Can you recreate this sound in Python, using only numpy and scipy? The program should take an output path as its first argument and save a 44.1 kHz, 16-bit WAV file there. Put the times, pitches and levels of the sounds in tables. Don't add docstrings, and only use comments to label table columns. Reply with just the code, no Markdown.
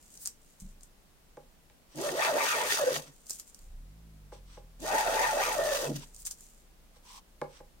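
import sys
import numpy as np
from scipy import signal
from scipy.fft import rfft, irfft, next_fast_len
from scipy.io import wavfile
from scipy.ndimage import uniform_filter1d

SR = 44100
rng = np.random.default_rng(int(sys.argv[2]) if len(sys.argv) > 2 else 0)


def master_out(mix):
    frames = np.transpose(np.atleast_2d(mix))
    ceiling = np.clip(frames, -1, 1)
    pcm = np.round(ceiling * 32767).astype(np.int16)
    wavfile.write(sys.argv[1], SR, pcm)


N = 343980
TIME = np.arange(N) / SR
PADDED = next_fast_len(N + SR // 2, True)
BINS_HZ = np.maximum(np.arange(PADDED // 2 + 1) * SR / PADDED, 1)

# (frequency [Hz], relative density [dB per Hz])
AIR_COLOUR = [(12, -40), (20, 2), (59, -8.5), (98, -18.5), (175, -13.5), (274, -16.5), (360, -20),
              (581, -21), (932, -24), (1700, -27.5), (11700, -33.5), (15500, -34.5)]
AIR_DB = -61

# (frequency [Hz], correlation)
STEREO_CORRELATION = [(150, 0.75), (300, 0.42), (550, 0.47), (1000, 0), (2000, 0), (15000, 0.0001)]
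# (frequency [Hz], right port lead [rad])
PORT_TILT = [(300, -0.5), (420, 2.8), (550, -2.5), (750, 1), (1050, 0), (1350, 0.5), (1800, -0.5),
             (2200, 1), (3300, -0.5), (4700, 0), (6600, -1.5), (7600, -2.5), (8500, 6.5), (10300, 0),
             (15000, -2)]
PORT_LEAD = [(40, 0), (200, -0.38), (330, -0.02), (640, -0.81), (850, -0.069), (1300, -0.99), (2000, 1.3),
             (4000, -1.64)]
CUTOFF_HZ = 15900

# (time [s], relative level [dB])
SHAVING_CRACKS = [(0.1747, -38), (0.2535, -32), (0.2582, -23.5), (0.264, -31.5), (0.2735, -22.5),
                  (.277, -40), (0.601, -43), (0.809, -46), (0.833, -40.5), (1.958, -42), (2.014, -30),
                  (3.268, -38), (3.2971, -28.5), (3.3042, -31), (3.3072, -22), (3.3315, -36.5),
                  (3.392, -46), (3.3982, -29.5), (3.5462, -37.5), (3.591, -44), (4.803, -42), (4.83, -40),
                  (4.864, -33), (6.1464, -40), (6.1639, -38.5), (6.221, -45), (6.229, -43), (6.251, -40),
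                  (6.2532, -32), (6.257, -34), (6.2635, -30.5), (6.267, -30), (6.276, -35), (6.3113, -28.5),
                  (6.4083, -40)]
# (frequency [Hz], gain [dB])
CRACK_COLOUR = [(300, -12), (1500, -10.5), (3100, -18.5), (4700, 2), (7600, 10), (10500, -1), (15500, -6.5)]
# (frequency [Hz], relative density [dB per Hz])
CURL_COLOUR = [(300, -40), (800, -20), (2000, -18), (3400, -13), (4800, -9), (7200, 3), (8800, -2),
               (10500, -7), (15500, -11)]
# (peak time [s], relative level [dB], 1/e half length [s])
CRINKLES = [(.05, -65, 0.052), (.15, -58, 0.048), (.268, -58, 0.022), (.48, -70, 0.1), (.61, -57, 0.014),
            (.68, -68, 0.046), (.84, -64.5, 0.027), (3.12, -69, 0.16), (3.325, -51.5, 0.051),
            (3.40, -54.5, 0.017), (3.48, -60, 0.023), (3.58, -68.5, 0.13), (6.07, -65, 0.051),
            (6.19, -60, 0.046), (6.268, -39, 0.012), (6.316, -48, 0.012), (6.42, -59.5, 0.051),
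            (6.53, -67, 0.099)]
# (peak time [s], level [dB], 1/e half length [s])
CURL_DRAWS = [(.215, -49, 0.021), (.237, -47, 0.018), (3.335, -57, 0.033), (6.205, -50.5, 0.022)]
# (frequency [Hz], relative density [dB per Hz])
DRAW_COLOUR = [(3200, -24), (5000, -11), (8000, -4.5), (11000, -7), (12500, -13), (15000, -5)]
# (peak time [s], level [dB], 1/e half length [s])
CURL_TUGS = [(.271, -58.5, 0.02), (3.398, -56.5, 0.0046), (6.278, -60, 0.015)]
SPLINTER_SPREAD_DB = 5

# (frequency [Hz], relative level [dB], t60 [s])
DOOR_MODES = [(27.8, -38.5, 0.7), (75.6, -52, 0.38), (139.5, -57.5, 0.71), (192, -38, 0.16),
              (222, -56, 0.41)]
DOOR_S = 0.619
# (frequency [Hz], gain [dB])
WALL_GAIN = [(30, 1), (55, -1.5), (66, -19), (88, -9), (110, -11), (160, 3), (230, -3.5)]
ENGINE_ORDERS_DB = [-0.5, -3.5, -10, -17, -25, -26.5, -36]
CRANK_FROM_S, CATCH_S, FLARE_S, FLARE_HOLD_S, SETTLE_S = 3.544, 3.76, 0.18, 0.14, 0.74
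IDLE_HZ, FLARE_HZ = 27.76, 54.8
ENGINE_DB, STARTER_DB = -49.5, 8.5
EASES_AT_S, EASE_S, EASE_DB = 5.555, 1, -9.5

# (time [s], relative level [dB], contact hardness [Hz], relative first crack [dB])
KNOCKS = [(1.3707, -38.5, 580, -36), (1.699, -61.5, 1500, -38), (4.321, -41, 1100, -50),
          (4.572, -42, 800, -56), (6.961, -58.5, 2500, -65), (7.4155, -27, 1410, -20),
          (7.6025, -43, 790, -64)]
# (frequency [Hz], relative level [dB], t60 [s])
BOARD_MODES = [(149, -7.5, 0.27), (239, -2, 0.21), (318, 0, 0.13), (389, -3.5, 0.17), (481, 4, 0.088),
               (533, 1.5, 0.11), (579, 2.5, 0.086), (620, 11, 0.021), (822, 9, 0.082), (905, 1.5, 0.03),
               (1017, -3, 0.065), (1190, 2.5, 0.056), (1630, 1, 0.021), (2230, 1.5, 0.025)]
# (frequency [Hz], gain [dB])
CLACK_COLOUR = [(100, -20), (240, 18), (520, 13), (750, 9), (1050, 10), (1300, -3), (1700, -14),
                (2200, -17), (4500, -4), (15000, -43)]

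# (start [s], peak [s], end [s], relative level [dB], pressure on the edge [0-1])
SLIDES = [(1.88, 1.94, 1.97, -61, .15), (3.05, 3.075, 3.11, -56, .2), (4.315, 4.335, 4.41, -58, .2),
          (4.44, 4.55, 4.62, -58, .02), (5.99, 6.035, 6.055, -50, .3), (6.93, 6.97, 7.0, -63, .3),
          (7.02, 7.11, 7.2, -54, .6), (7.13, 7.175, 7.21, -55.5, 1.0), (7.47, 7.57, 7.62, -57, .03)]
# (frequency [Hz], relative density [dB per Hz])
SLIDE_COLOUR = [(400, -37), (1000, 3), (1800, -3.5), (3200, -0.5), (6000, -7), (9000, -25), (15000, -42)]
# (frequency [Hz], width [Hz], gain [dB])
IRON_MODES = [(5920, 300, 5), (8220, 420, 20.5)]

# (blade enters [s], blade leaves [s])
STROKES = [(1.94, 2.975), (4.789, 5.97)]
ATTACK_S, RELEASE_DB_PER_S = 0.033, 181
# (time [s], slip rate [Hz], nominal chatter level [dB])
FIRST_PUSH = [(1.96, 278, -45), (2.0, 334, -38), (2.05, 590, -31.5), (2.09, 540, -35), (2.13, 310, -33.5),
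              (2.17, 554, -35.5), (2.21, 810, -32), (2.228, 1190, -30.5), (2.255, 1140, -32.5),
              (2.275, 825, -27), (2.297, 745, -29.5), (2.33, 500, -32), (2.365, 714, -31),
              (2.405, 1080, -29), (2.45, 1060, -34), (2.49, 1480, -33), (2.53, 1230, -33), (2.57, 890, -33),
              (2.63, 980, -34.5), (2.68, 1070, -40.5), (2.73, 1230, -60), (2.77, 970, -42), (2.8, 580, -32),
              (2.84, 513, -28.5), (2.9, 510, -28), (2.95, 505, -44.5)]
SECOND_PUSH = [(4.809, 254.8, -49), (4.845, 399.4, -35), (4.87, 742, -36.5), (4.936, 844, -28.5),
               (5.01, 896, -30), (5.04, 826, -33.5), (5.064, 721.7, -29), (5.1, 682, -30), (5.14, 784, -30),
               (5.19, 946.6, -29.5), (5.24, 954.5, -30.5), (5.306, 849.5, -29.5), (5.339, 689, -31.5),
               (5.372, 609, -30.5), (5.41, 889.4, -29.5), (5.451, 1238, -34), (5.51, 947.5, -34.5),
               (5.55, 680.5, -36), (5.595, 599, -28), (5.645, 620.7, -30.5), (5.709, 591, -29.5),
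               (5.78, 538, -34), (5.825, 520, -32), (5.87, 498.2, -37), (5.902, 261.6, -35.5),
               (5.95, 231.4, -52)]
# (time [s], level [dB])
FIRST_TREBLE = [(1.96, -55), (2.03, -43), (2.064, -42), (2.15, -48.5), (2.198, -43), (2.248, -39),
                (2.322, -46), (2.464, -37), (2.638, -42), (2.732, -33.5), (2.834, -44.5), (2.91, -44),
                (2.948, -49.5), (2.98, -46.5)]
SECOND_TREBLE = [(4.81, -53.5), (4.868, -45), (5.004, -39), (5.042, -44), (5.228, -39), (5.37, -44.5),
                 (5.436, -38), (5.492, -41.5), (5.59, -46), (5.76, -38), (5.807, -43), (5.854, -42.5),
                 (5.925, -57), (5.94, -52)]
# (peak time [s], chatter level change [dB], 1/e half length [s])
BITES = [(2.295, 2.5, 0.0053), (2.862, -8, 0.0057), (2.879, 5.5, 0.011), (2.9, -7, 0.0023),
         (2.916, -4, 0.0022), (2.922, 7, .003), (5.581, -5, 0.0063), (5.59, 3.5, 0.0066), (5.894, -3, .012)]
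# (peak time [s], 1/e half length [s], share of roughness lost [0-1])
TONAL_SPELLS = [(2.867, 0.0597, 0.65), (5.714, 0.17, 0.3)]
# (peak time [s], rasp level [dB], hiss level [dB], 1/e half length [s])
TEARS = [(2.244, -36, -82, 0.075), (2.954, -39, -36, 0.026), (5.965, -49, -43.5, 0.0071)]
# (peak time [s], level [dB], 1/e half length [s])
SHUDDERS = [(2.034, -51, 0.0099), (2.09, -50.5, 0.027), (2.997, -44.5, 0.019), (3.09, -57, 0.035),
            (5.903, -44, 0.027), (5.97, -44, 0.026)]
# (peak time [s], low resonance [dB], high resonance [dB], 1/e half length [s])
BOOMS = [(2.357, -41, -38, 0.02), (2.44, -51, -36.5, 0.036), (2.563, -56, -37.5, 0.023),
         (2.636, -56, -37.5, 0.045), (4.947, -41.5, -34.5, 0.017), (5.146, -52, -34.5, 0.027),
         (5.22, -72, -35.5, 0.031), (5.35, -49, -53, 0.024), (5.417, -71, -34.5, 0.021),
         (5.49, -54, -36, 0.031), (5.909, -36, -39, 0.018)]
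# (frequency [Hz], gain [dB])
BOARD_COLOUR = [(140, -11.5), (255, 3), (400, -0.5), (560, 6), (700, 0), (860, 4), (1050, -8.5), (1300, -5),
                (1650, -5), (2100, -10.5), (2500, 1.5), (3300, -18), (8000, -33)]
# (frequency [Hz], gain [dB])
RASP_COLOUR = [(200, -10.5), (400, 7), (560, 10.5), (850, 1), (1000, 4), (1400, -2.5), (1600, 3),
               (1900, 2.5), (2400, -5), (2900, -5.5), (3800, -4), (5000, -14), (9000, -21)]
# (frequency [Hz], relative density [dB per Hz])
HISS_COLOUR = [(1500, -24.5), (3000, 1.5), (4500, 0), (5500, 2), (6800, 2), (7500, -3), (8400, 0),
               (9900, -2.5), (10500, -6.5), (13000, -6), (15500, -8.5)]
# (frequency [Hz], relative density [dB per Hz])
RUMBLE_COLOUR = [(50, -28), (100, -36), (145, 12.5), (195, -21), (245, -1), (330, -6), (600, -69)]
# (frequency [Hz], width [Hz], gain [dB])
PLANE_MODES = [(1160, 200, -8.5), (1870, 39, -5.5), (1990, 72, -14.5), (2260, 23, -0.5), (2636, 32, 9)]
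USUAL_SLIPS_HZ = 700
RASP_DB, HISS_DB, RASP_DB_PER_OCTAVE = 2, 3.5, 3
UNDER_DB_PER_OCTAVE, DOUBLE_DB = -7.5, 3
RUMBLE_DB, RUMBLE_DB_PER_OCTAVE = -60, -6.5
CHATTER_DB = -0.1
ROUGHNESS, WANDER = 0.62, 0.25
OCTAVE_DB, OCTAVE_DB_PER_OCTAVE = -12.5, 5
TWELFTH_DB = -7


def from_db(db):
    return 10 ** (np.asarray(db) / 20)


def rms_one(x):
    return x / np.sqrt(np.mean(x ** 2) + 1e-20)


def in_time(rows):
    s, *columns = np.transpose(rows)
    return [np.interp(TIME, s, column) for column in columns]


def over_bins(points):
    hz, value = np.transpose(points)
    return np.interp(np.log(BINS_HZ), np.log(hz), value)


def colour(x, points):
    cepstrum = irfft(np.log(from_db(over_bins(points))), PADDED)
    cepstrum[1:PADDED // 2] *= 2
    cepstrum[PADDED // 2 + 1:] = 0
    response = np.exp(rfft(cepstrum))
    return irfft(rfft(x, PADDED) * response, PADDED)[..., :N]


def lowpass(x, hz):
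    return signal.sosfilt(signal.butter(2, hz, fs=SR, output="sos"), x)


def resonate(x, modes):
    return sum(from_db(db) * signal.lfilter(*signal.iirpeak(hz, hz / width, fs=SR), x)
               for hz, width, db in modes)


def spread(pair):
    alike = over_bins(STEREO_CORRELATION)
    mid, side = rfft(pair, PADDED) * np.sqrt([1 + alike, 1 - alike])
    return irfft([mid + side, mid - side], PADDED)[:, :N]


def drift(rate_hz):
    r = np.exp(-2 * np.pi * rate_hz / SR)
    white = rng.standard_normal(N + SR)
    return rms_one(signal.lfilter([1], [1, -2 * r, r * r], white)[SR:])


def ring(x, hz, t60_s):
    r, w = from_db(-60 / (t60_s * SR)), 2 * np.pi * hz / SR
    return signal.lfilter([0, np.sin(w)], [1, -2 * r * np.cos(w), r * r], x + 1e-18)


def swell(s, length_s):
    return np.exp(-np.minimum(((TIME - s) / length_s) ** 2, 50))


def swells(rows):
    return sum(from_db(db) * swell(s, length_s) for s, db, length_s in rows)


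def ramp(start_s, length_s):
    return np.clip((TIME - start_s) / length_s, 0, 1)


def noise(points):
    return rms_one(colour(spread(rng.standard_normal((2, N))), points))


def workshop(x, near_db, near_t60_s, far_db, far_t60_s):
    t = TIME[:SR // 2]
    scatter = spread(rng.standard_normal((2, N)))[:, :len(t)]
    response = np.zeros_like(scatter)
    response[:, 0] = 1
    for level_db, t60_s, lowest_hz in ((near_db, near_t60_s, 900), (far_db, far_t60_s, 200)):
        decay = np.exp(-np.log(1000) * t / t60_s)
        onset = 1 - np.exp(-(20 * t / t60_s) ** 2)
        highpass = signal.butter(2, lowest_hz, "high", fs=SR, output="sos")
        tail = signal.sosfilt(highpass, scatter * decay * onset)
        response += from_db(level_db) * rms_one(tail) / np.sqrt(len(t))
    return signal.fftconvolve(np.atleast_2d(x), response, axes=1)[:, :N]


def fractures(per_s, size_db):
    born = rng.random(N) < per_s / SR
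    size = from_db(size_db * np.minimum(rng.exponential(1, N), 5))
    return born * size * rng.choice([-1, 1], N)


def grains(points, per_s, size_db):
    pair = [fractures(per_s, size_db), fractures(per_s, size_db)]
    return rms_one(colour(spread(pair), points))


def burst(decay_s):
    t = TIME[:SR // 5]
    patter = rng.standard_normal(len(t)) * np.exp(-t / decay_s)
    return patter / np.sqrt(np.sum(patter ** 2))


def air():
    return from_db(AIR_DB) * noise(AIR_COLOUR)


def curl(snap_db=9.5, snap_s=0.00059, splinter_db=-24, splinter_s=0.0038, crinkle_db=3.0):
    split, spray = np.zeros((2, N)), np.zeros(N)
    t = TIME[:SR // 5]
    for s, db in SHAVING_CRACKS:
        at = round(s * SR)
        split[:, at:at + len(t)] += from_db(db) * np.array([burst(snap_s), burst(snap_s)])
        spray[at:at + len(t)] += from_db(db) * np.exp(-t / splinter_s)
    cracks = from_db(snap_db) * colour(spread(split), CRACK_COLOUR)
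    splinters = spray * grains(CURL_COLOUR, per_s=820, size_db=SPLINTER_SPREAD_DB)
    crinkle = swells(CRINKLES) * grains(CURL_COLOUR, per_s=1800, size_db=4.5)
    rubbing = swells(CURL_DRAWS) * noise(DRAW_COLOUR) + swells(CURL_TUGS) * noise(SLIDE_COLOUR)
    close = cracks + from_db(splinter_db) * splinters + from_db(crinkle_db) * crinkle + rubbing
    return workshop(close, near_db=-8, near_t60_s=0.026, far_db=-10, far_t60_s=0.16)


def car_door(door_db=-4.5, latch_s=0.0273, latch_db=-1.5):
    shut = np.zeros(N)
    shut[round(DOOR_S * SR)] = from_db(door_db)
    shut[round((DOOR_S + latch_s) * SR)] = from_db(door_db + latch_db)
    thud = sum((-1) ** k * ring(from_db(db) * shut, hz, t60_s)
               for k, (hz, db, t60_s) in enumerate(DOOR_MODES))
    return lowpass(thud, 300)


def engine_run(spin_up_s=0.26):
    caught = ramp(CATCH_S, FLARE_S)
    since_flare_s = np.maximum(TIME - CATCH_S - FLARE_S - FLARE_HOLD_S, 0)
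    flare = caught * np.exp(-since_flare_s / SETTLE_S)
    level_db = ENGINE_DB + STARTER_DB * (1 - caught) + EASE_DB * ramp(EASES_AT_S, EASE_S)
    firings_hz = IDLE_HZ + (FLARE_HZ - IDLE_HZ) * flare
    return firings_hz, ramp(CRANK_FROM_S, spin_up_s) * from_db(level_db)


def car_engine(uneven_db=-1.0):
    firings_hz, gain = engine_run()
    phase = 2 * np.pi * np.cumsum(firings_hz) / SR
    orders = sum(from_db(db + uneven_db * drift(3)) * np.sin(k * phase)
                 for k, db in enumerate(ENGINE_ORDERS_DB, 1))
    return colour(gain * orders, WALL_GAIN)


def knocks(ring_db=-10, clack_db=8, clack_s=0.0062, settle_s=0.00199, toe_db=-3,
           crack_db=6, crack_s=0.00056, crack_hz=5000):
    force, clack, crack = np.zeros((3, N))
    for s, db, hard_hz, first_db in KNOCKS:
        toe, sole = np.zeros((2, N))
        toe[round(s * SR)] = 1
        sole[round((s + settle_s) * SR)] = 1
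        pole = np.exp(-2 * np.pi * hard_hz / SR)
        landing = from_db(db) * (from_db(toe_db) * toe + sole)
        push = signal.lfilter([1 - pole], [1, -pole], landing + 1e-18)
        force += push
        clack += signal.oaconvolve(push, burst(clack_s))[:N]
        crack += from_db(first_db) * signal.oaconvolve(toe, burst(crack_s))[:N]
    modes = sum((-1) ** k * from_db(db + ring_db) * ring(force, hz, t60_s)
                for k, (hz, db, t60_s) in enumerate(BOARD_MODES))
    blow = modes + from_db(clack_db) * colour(clack, CLACK_COLOUR)
    blow = blow + from_db(crack_db) * lowpass(crack, crack_hz)
    return workshop(blow, near_db=-5, near_t60_s=0.006, far_db=-7, far_t60_s=0.22)


def slides(board_hz=1020, board_t60_s=0.007, board_db=-16, dust_db=-1, rub_db=-2):
    rub = noise(SLIDE_COLOUR) * from_db(rub_db + 1.0 * drift(52.0))
    rub = rub + resonate(rub, IRON_MODES)
    sung = from_db(board_db) * ring(rub, board_hz, board_t60_s)
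    dust = from_db(dust_db) * grains(HISS_COLOUR, per_s=20000, size_db=7.5)
    out = 0
    for start_s, top_s, end_s, db, pressure in SLIDES:
        gain = from_db(db) * np.interp(TIME, [start_s, top_s, end_s], [0, 1, 0])
        out = out + gain * (rub + pressure * sung + np.sqrt(pressure) * dust)
    return out


def contact(enters_s, leaves_s):
    return ramp(enters_s, ATTACK_S) * from_db(-RELEASE_DB_PER_S * np.clip(TIME - leaves_s, 0, 1))


def chatter(slips_hz, tonal, flutter_db=4.0, second_db=-8, third_db=-17):
    rough = ROUGHNESS * (1 - tonal)
    phase = 2 * np.pi * np.cumsum(slips_hz * np.exp(WANDER * rough * drift(267.6))) / SR
    wave = np.sin(phase)
    wave = wave + from_db(second_db) * rough * np.sin(2 * phase) + from_db(third_db) * np.sin(3 * phase)
    flutter = from_db(flutter_db * np.sqrt(rough) * drift(255))
    wave = colour(wave * flutter, BOARD_COLOUR)
    wave = workshop(wave, near_db=3.0, near_t60_s=0.038, far_db=-2, far_t60_s=0.078)
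    power = uniform_filter1d(np.mean(wave ** 2, axis=0), size=1100)
    power = uniform_filter1d(power, size=1100)
    return wave / np.sqrt(power + 1e-12)


def overtone(hz, flutter_hz):
    phase = 2 * np.pi * np.cumsum(hz) / SR
    band = drift(flutter_hz) * np.sin(phase) + drift(flutter_hz) * np.cos(phase)
    return rms_one(workshop(band, near_db=7, near_t60_s=0.0068, far_db=-3.5, far_t60_s=0.082))


def blade(slips_hz, chatter_db, uneven_db=1.5):
    bite_db = sum(db * swell(s, length_s) for s, db, length_s in BITES)
    tonal = sum(lost * swell(s, length_s) for s, length_s, lost in TONAL_SPELLS)
    tone_phase = 2 * np.pi * np.cumsum(slips_hz * np.exp(0.04 * drift(60))) / SR
    tone = np.sqrt(2) * np.sin(tone_phase)
    judder = np.sqrt(1 - tonal ** 2) * chatter(slips_hz, tonal) + tonal * tone
    octave_db = OCTAVE_DB + OCTAVE_DB_PER_OCTAVE * np.log2(slips_hz / USUAL_SLIPS_HZ)
    octave = from_db(octave_db) * overtone(2 * slips_hz, flutter_hz=285)
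    twelfth_gain = from_db(TWELFTH_DB) * np.sqrt(tonal) * (1 - tonal)
    twelfth = twelfth_gain * overtone(3 * slips_hz, flutter_hz=60)
    level = from_db(chatter_db + CHATTER_DB)
    return level * (from_db(bite_db + uneven_db * drift(32)) * judder + (1 - tonal) * octave + twelfth)


def shifting(x, slips_hz, depth_db, rate_hz):
    octaves = np.maximum(np.log2(BINS_HZ / 400), 0)
    slip_octaves = np.log2(slips_hz / 400)
    spectrum = rfft(x, PADDED)
    out = x.copy()
    for k in range(12):
        weight = np.maximum(0, 1 - np.abs(3 * octaves - k))
        band = irfft(spectrum * weight, PADDED)[:, :N]
        above = k / 3 - slip_octaves
        under_db = UNDER_DB_PER_OCTAVE * np.maximum(-above, 0)
        double_db = DOUBLE_DB * np.maximum(0, 1 - 3 * np.abs(above - 1))
        out += band * (from_db(under_db + double_db + depth_db * drift(rate_hz)) - 1)
    return out


def tearing(slips_hz):
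    cracks = colour(fractures(per_s=1500, size_db=0.5), RASP_COLOUR)
    body = resonate(cracks, PLANE_MODES)
    scattered = workshop(cracks + body, near_db=3.0, near_t60_s=0.024, far_db=4.5, far_t60_s=0.14)
    clumps = from_db(3.2 * drift(160))
    return shifting(rms_one(scattered * clumps), slips_hz, depth_db=2.8, rate_hz=20)


def shaving(wander_db=8, count=3):
    cracks = grains(HISS_COLOUR, per_s=7000, size_db=-0.5)
    paths = [workshop(cracks, near_db=4.0, near_t60_s=0.012, far_db=4.5, far_t60_s=0.083)
             for _ in range(count)]
    shares = from_db([wander_db * drift(7.2) for _ in range(count)])
    shares = shares / np.sqrt(np.sum(shares ** 2, axis=0))
    clumps = from_db(2.0 * drift(140))
    return rms_one(clumps * sum(share * path for share, path in zip(shares, paths)))


def booms(low_hz=275, high_hz=530, width=0.32):
    out = 0
    for column, hz in enumerate((low_hz, high_hz), 1):
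        edges_hz = hz * np.exp(np.array([-0.5, 0.5]) * width)
        band = signal.butter(2, edges_hz, "band", fs=SR, output="sos")
        gain = swells((row[0], row[column], row[-1]) for row in BOOMS)
        out = out + gain * rms_one(signal.sosfilt(band, rng.standard_normal(N)))
    return out


def strokes():
    slips_hz, chatter_db = in_time([*FIRST_PUSH, *SECOND_PUSH])
    treble_db, = in_time([*FIRST_TREBLE, *SECOND_TREBLE])
    octaves = np.log2(slips_hz / USUAL_SLIPS_HZ)
    cut = sum(contact(enters_s, leaves_s) for enters_s, leaves_s in STROKES)
    rasp = cut * from_db(treble_db + RASP_DB + RASP_DB_PER_OCTAVE * octaves)
    rasp = rasp + swells((s, db, length_s) for s, db, _, length_s in TEARS)
    hiss = cut * from_db(treble_db + HISS_DB)
    hiss = hiss + swells((s, db, length_s) for s, _, db, length_s in TEARS)
    shake = cut * from_db(RUMBLE_DB + RUMBLE_DB_PER_OCTAVE * octaves) + swells(SHUDDERS)
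    grain = from_db(0.11 * drift(69.7))
    treble = grain * (rasp * tearing(slips_hz) + hiss * shaving())
    return cut * blade(slips_hz, chatter_db) + treble + shake * noise(RUMBLE_COLOUR) + booms()


def scene():
    return air() + curl() + car_door() + car_engine() + knocks() + slides() + strokes()


def record(dry):
    tilt_db, lead_rad = over_bins(PORT_TILT) / 2, over_bins(PORT_LEAD) / 2
    ports = from_db([tilt_db, -tilt_db]) * np.exp(1j * np.array([-lead_rad, lead_rad]))
    top = 1 / np.sqrt(1 + (BINS_HZ / CUTOFF_HZ) ** 300)
    return irfft(rfft(dry, PADDED) * ports * top, PADDED)[:, :N]


dry = scene()
out = record(dry)
master_out(out)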